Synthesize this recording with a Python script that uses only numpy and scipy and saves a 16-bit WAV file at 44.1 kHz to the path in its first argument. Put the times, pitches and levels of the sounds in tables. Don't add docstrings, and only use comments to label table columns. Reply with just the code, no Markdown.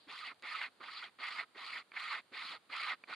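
import sys
import numpy as np
from scipy import signal
from scipy.fft import rfft, irfft, next_fast_len
from scipy.io import wavfile
from scipy.ndimage import uniform_filter1d

SR = 44100
rng = np.random.default_rng(int(sys.argv[2]) if len(sys.argv) > 2 else 0)


def amplitude_ratio(level_db):
    exponent = np.asarray(level_db, float) / 20
    return 10 ** exponent


def master(y):
    cut = np.clip(np.atleast_2d(y).T, -1, 1)
    pcm = np.round(cut * 32767)
    wavfile.write(sys.argv[1], SR, pcm.astype(np.int16))


N = 138915

# pitch_hz, level_db; pitch_hz, likeness_0_to_1
AIR_SPECTRUM = [(30, -15), (100, -4.5), (250, -9.5), (500, -10.5), (1300, -12), (2600, -16), (4500, -15.5),
                (8000, -13)]
AIR_LIKENESS = [(60, 0.42), (180, 0.61), (530, 0.72), (1600, .5), (4770, 0.2), (10000, 0.26)]
# pitch_hz, likeness_0_to_1
SAW_LIKENESS = [(200, 1), (700, 1), (2000, 0.98), (4000, 0.64), (7000, 0.46), (12000, 0.27)]
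# pitch_hz, difference_db
PORT_LEAN = [(60, 0), (250, -3), (500, 1), (1300, -7), (2500, 0), (4700, 1), (8000, 3.8), (12000, -4)]
# pitch_hz, lead_rad
PORT_LEAD = [(0, -0.93), (520, 0.4), (950, -0.79), (1640, 0.94), (2150, -0.17), (2670, 0.52), (3100, 0.027),
             (4910, 0.51)]
# start_s, level_db, pitch_hz
GRABS = [
    (.066, -60.5, 228.5),
    (.425, -62, 331),
    (.797, -60, 299),
    (1.185, -63.5, 269),
    (1.548, -60.5, 291),
    (2.315, -60.5, 243.9),
    (2.691, -63, 209.8),
    (3.073, -61.5, 296),
    (3.099, -65, 215),
]
# start_s, peak_db, brightness_0_to_1
TICKS = [
    (0.0932, -52, 0.4),
    (0.3453, -64, .95),
    (0.3975, -62.5, 1),
    (.4239, -51, 1),
    (1.9181, -48.5, .01),
    (3.0385, -46.5, 0.09),
]
# pitch_hz, t60_s, level_db
WOOD_MODES = [(2350, .03, -3), (1800, .016, -3), (4500, .014, -11), (1200, .012, -7), (330, .02, -20)]
WIRE_MODES = [(7080, 0.0061, 14.5), (9700, 0.0044, 10), (4100, 0.004, -15), (5050, .006, -6)]
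# start_s, length_s, early_effort_db, late_effort_db, top_twist_rate_hz
STROKES = [
    (.069, 0.27, -51, -51, 1255),
    (.418, .278, -48, -46.5, 1254),
    (.794, 0.31, -53.5, -50, 1251),
    (1.181, 0.27, -48, -45.5, 1247),
    (1.541, .29, -52.5, -46.5, 1286),
    (1.925, .29, -48.5, -43.5, 1258),
    (2.315, .268, -50.5, -45.5, 1280),
    (2.688, 0.27, -49, -41.5, 1280),
    (3.07, 0.29, -46.5, -58.5, 1256),
]
# centre_s, extra_db, length_s,
# centre_hz
BITES = [(0.191, -10, 0.013, 1470), (0.273, 2, 0.02, 4140), (0.315, 8.5, 0.016, 1160),
         (0.586, 5.5, 0.031, 2480), (.617, 11.5, 0.0075, 1780), (0.654, 9, 0.017, 2070),
         (0.812, 9.5, 0.024, 1200), (0.888, 7.5, 0.0094, 1430), (0.991, 5, 0.045, 4323),
         (1.029, 11.5, 0.0051, 1717), (1.247, 0, .015, 1253), (1.263, 6, 0.015, 2570),
         (1.397, 7, 0.014, 1960), (1.772, 7, 0.012, 2000), (1.972, 8.5, 0.01, 1900),
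         (2.09, 4, 0.0075, 2070), (2.14, 4.5, 0.023, 1510), (2.125, 3.5, 0.021, 2920),
         (1.735, 8, 0.011, 2330), (2.375, 4, 0.043, 1950), (2.486, -4, 0.022, 1346),
         (2.746, 6, 0.014, 2195), (2.84, 4, 0.023, 2100), (2.885, 7, 0.011, 1469), (2.904, 4, 0.015, 1997),
         (3.129, 11.5, 0.009, 1520)]
# pitch_hz, level_db
PULL_SPECTRUM = [(150, -12.5), (500, -15.5), (1000, -7), (2000, -0.5), (3400, -10.5), (4600, -13),
                 (7000, -8), (12000, -15.5)]
PUSH_SPECTRUM = [(150, -4.5), (500, -10.5), (1000, -3), (2000, 1), (3400, -6.5), (4600, -9), (7000, -4),
                 (12000, -11)]
# pitch_hz, width_hz, gain_db
TRUNK_MODES = [(272, 28, 4), (1239, 143, 6), (1669, 127, -7), (1862, 73, 2), (2130, 60, 4), (2455, 69, 1),
               (3335, 88, 3.5), (4345, 940, 4)]
# pitch_hz, level_db
MIC_RESPONSE = [(30, -33), (100, -11.5), (250, -1), (4600, 1), (5800, -24), (10000, -22), (12000, -33),
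                (16000, -80.5)]
HISS_SPECTRUM = [(3000, -32), (6000, -4), (9000, 3.5), (12000, -7), (14000, -13), (16000, -28)]


def evened(x):
    return x / np.sqrt(np.mean(x ** 2) + 1e-20)


def read(points, hz):
    f, value = np.transpose(points)
    return np.interp(np.log(hz + 1), np.log(f + 1), value)


def slow(seconds):
    width = max(int(seconds * SR), 2)
    once = uniform_filter1d(rng.standard_normal(N), width)
    return evened(uniform_filter1d(once, width))


def causal(gain_db):
    log_gain = np.log(amplitude_ratio(np.maximum(gain_db, -100)))
    circle = np.r_[log_gain, log_gain[-2:0:-1]]
    return np.fft.ifft(np.exp(np.conj(signal.hilbert(circle)))).real[:len(gain_db)]


def ports(near, other, likeness):
    size = next_fast_len(N + 4096)
    hz = np.fft.rfftfreq(size, 1 / SR)
    same = np.clip(read(likeness, hz), 0, 1)
    lean = amplitude_ratio(read(PORT_LEAN, hz) / 2)
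    a, b = rfft(near, size), rfft(other, size)
    shared = same * a * np.exp(-1j * read(PORT_LEAD, hz))
    right = (shared + np.sqrt(1 - same ** 2) * b) / lean
    return np.array([irfft(a * lean, size), irfft(right, size)])[:, :N]


def air():
    air_db, rustle_db, rustle_end_s = -64, -66.5, 0.13
    rustle_hz, rustle_width_hz = 4230, 1600
    hz, t = np.fft.rfftfreq(N, 1 / SR), np.arange(N) / SR
    z = rfft(rng.standard_normal((4, N)))
    hush = evened(irfft(z[:2] * amplitude_ratio(read(AIR_SPECTRUM, hz)), N))
    hush = hush * amplitude_ratio(air_db + 0.34 * slow(0.15))
    rustle = evened(irfft(z[2:] * np.exp(-((hz - rustle_hz) / rustle_width_hz) ** 2), N))
    dying = np.clip(1 - t / rustle_end_s, 0, 1)
    return ports(*(hush + amplitude_ratio(rustle_db) * rustle * dying), AIR_LIKENESS)


def wood(x):
    level_db, t60_s, delay_s = -34, 0.099, 0.004
    t = np.arange(SR // 2) / SR
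    tail = rng.standard_normal((2, len(t))) * amplitude_ratio(-60 * t / t60_s) * (t > delay_s)
    tail = tail / np.linalg.norm(tail[0])
    return amplitude_ratio(level_db) * signal.fftconvolve(x[None], tail, axes=1)[:, :N]


def grabs():
    peak_s, rise, width_hz = 0.013, 1.1, 90
    out, t = np.zeros(N + 4000), np.arange(4000) / SR
    pole = np.exp(-np.pi * width_hz / SR)
    for start_s, level_db, pitch_hz in GRABS:
        noise = rng.standard_normal(len(t)) + 1j * rng.standard_normal(len(t))
        wobble = signal.lfilter([1], [1, -pole], noise)
        carrier = np.exp(2j * np.pi * pitch_hz * (t + rise * t ** 2 / 0.1))
        swell = np.e * t / peak_s * np.exp(-t / peak_s)
        out[round(start_s * SR):][:len(t)] += amplitude_ratio(level_db) * evened((wobble * carrier).real) * swell
    return out[:N]


def ring(modes, t):
    return sum(amplitude_ratio(db - 60 * t / t60) * np.sin(2 * np.pi * f * t) for f, t60, db in modes)


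def ticks():
    crack_db, crack_t60_s, crack_hz, crack_width_hz = -3, 0.022, 2050, 900
    out, t = np.zeros(N + 2000), np.arange(2000) / SR
    early = t[:60]
    knock = np.exp(-np.pi * crack_width_hz * early) * np.sin(2 * np.pi * crack_hz * early) * early
    dull, thin = ring(WOOD_MODES, t), ring(WIRE_MODES, t)
    for start_s, peak_db, brightness in TICKS:
        bright = np.clip(brightness, 0, 1)
        crack = evened(np.convolve(rng.standard_normal(len(t)), knock, "same"))
        crack = crack * amplitude_ratio(crack_db - 60 * t / crack_t60_s)
        tick = (1 - bright) * (dull + crack) + bright * thin
        out[round(start_s * SR):][:len(t)] += amplitude_ratio(peak_db + 1.5) * tick
    return out[:N]


def motion():
    arch, skew, loud_law, knee = 0.75, 0.91, 1.144, 0.6
    t = np.arange(N) / SR
    rate, effort = np.zeros(N), np.zeros((2, N))
    for k, (start_s, length_s, early_db, late_db, top_hz) in enumerate(STROKES):
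        u = np.clip((t - start_s) / length_s, 0, 1)
        speed = np.abs(np.sin(np.pi * u ** skew)) ** arch * (u > 0) * (u < 1)
        rate += top_hz * speed
        loudness = np.minimum(speed / knee, 1) ** loud_law
        effort[k % 2] += loudness * amplitude_ratio(early_db + (late_db - early_db) * u)
    waver_db = slow(0.006)
    return rate, effort * amplitude_ratio(waver_db)


def contact(rate):
    spread, jitter_turns, twist_db = 0.095, 0.15, 1.1
    grit_db, grit_per_s, grit_spread_db, grit_law = 6, 4000, 7, 0.53
    turns = np.cumsum(rate * (1 + spread * slow(0.01))) / SR + jitter_turns * slow(0.0004)
    turns = np.maximum.accumulate(turns)
    twists = np.diff(np.floor(turns), prepend=0) * amplitude_ratio(twist_db * slow(0.00067))
    twists -= uniform_filter1d(uniform_filter1d(twists, size=300), size=300)
    twists = twists * np.sqrt(SR / np.maximum(rate, 150))
    tear_db = grit_spread_db * np.minimum(rng.exponential(1, N), 3.5)
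    grit = rng.standard_normal(N) * amplitude_ratio(tear_db) * (rng.random(N) < grit_per_s / SR)
    grit = evened(np.diff(grit, prepend=0))
    return twists + amplitude_ratio(grit_db) * grit * (rate / rate.max()) ** grit_law


def saw(rate, effort):
    hz = np.fft.rfftfreq(4096, 1 / SR)
    trunk_db = sum(db / (1 + (2 * (hz - f) / width) ** 2) for f, width, db in TRUNK_MODES)
    push, pull = effort
    out = np.zeros((2, N))
    for gain, spectrum in ((pull, PULL_SPECTRUM), (push, PUSH_SPECTRUM)):
        body = causal(read(spectrum, hz) + trunk_db)
        body = body / np.linalg.norm(body)
        for side in out:
            scrape = sum(contact(rate * strand) for strand in (0.94, 1.07))
            side += signal.oaconvolve(gain * scrape, body)[:N]
    return out


def shade(x, rate):
    bite_octaves, patchy_db = 0.57, 2.8
    dull_db_per_octave, dull_order = 2, 3.57
    hz, t, z = signal.stft(x, SR, nperseg=256, noverlap=192)
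    octave = np.log2(hz[:, None] + 1)
    bite_db = sum(db * np.exp(-((t - s) / length) ** 2 - ((octave - np.log2(f)) / bite_octaves) ** 2)
                  for s, db, length, f in BITES)
    corner = np.log2(dull_order * np.interp(t * SR, np.arange(N), rate) + 100)
    dull_db = dull_db_per_octave * np.maximum(octave - corner, 0)
    patches = rng.standard_normal(z.shape[:0:-1])
    patches = uniform_filter1d(uniform_filter1d(patches, size=14, axis=0), size=3, axis=1).T
    gain = amplitude_ratio(bite_db - dull_db + patchy_db * evened(patches))
    return signal.istft(z * gain, SR, nperseg=256, noverlap=192)[1][:, :N]


def scene():
    rate, effort = motion()
    near, other = shade(saw(rate, effort), rate) + ticks() + grabs()
    return ports(near, other, SAW_LIKENESS) + wood(near) + air()


def top_cut(x):
    return signal.sosfilt(signal.butter(12, 15800, fs=SR, output="sos"), x)


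def record(dry):
    dip_hz, dip_width_hz, dip_depth_db = 7990, 110, -20
    hiss_db, end_fade_s = -83, 0.003
    hz = np.fft.rfftfreq(4096, 1 / SR)
    dip_db = dip_depth_db / (1 + (2 * (hz - dip_hz) / dip_width_hz) ** 2)
    microphone = causal(read(MIC_RESPONSE, hz) + dip_db)
    circuit = causal(read(HISS_SPECTRUM, hz) + dip_db)
    heard = signal.oaconvolve(dry, microphone[None], axes=1)[:, :N]
    hiss = signal.oaconvolve(rng.standard_normal((2, N)), circuit[None], axes=1)[:, :N]
    left_s = np.arange(N)[::-1] / SR
    fade = np.sin(np.pi / 2 * np.minimum(left_s / end_fade_s, 1)) ** 2
    return top_cut(fade * (heard + amplitude_ratio(hiss_db) * evened(hiss)))


dry = scene()
out = record(dry)
master(out)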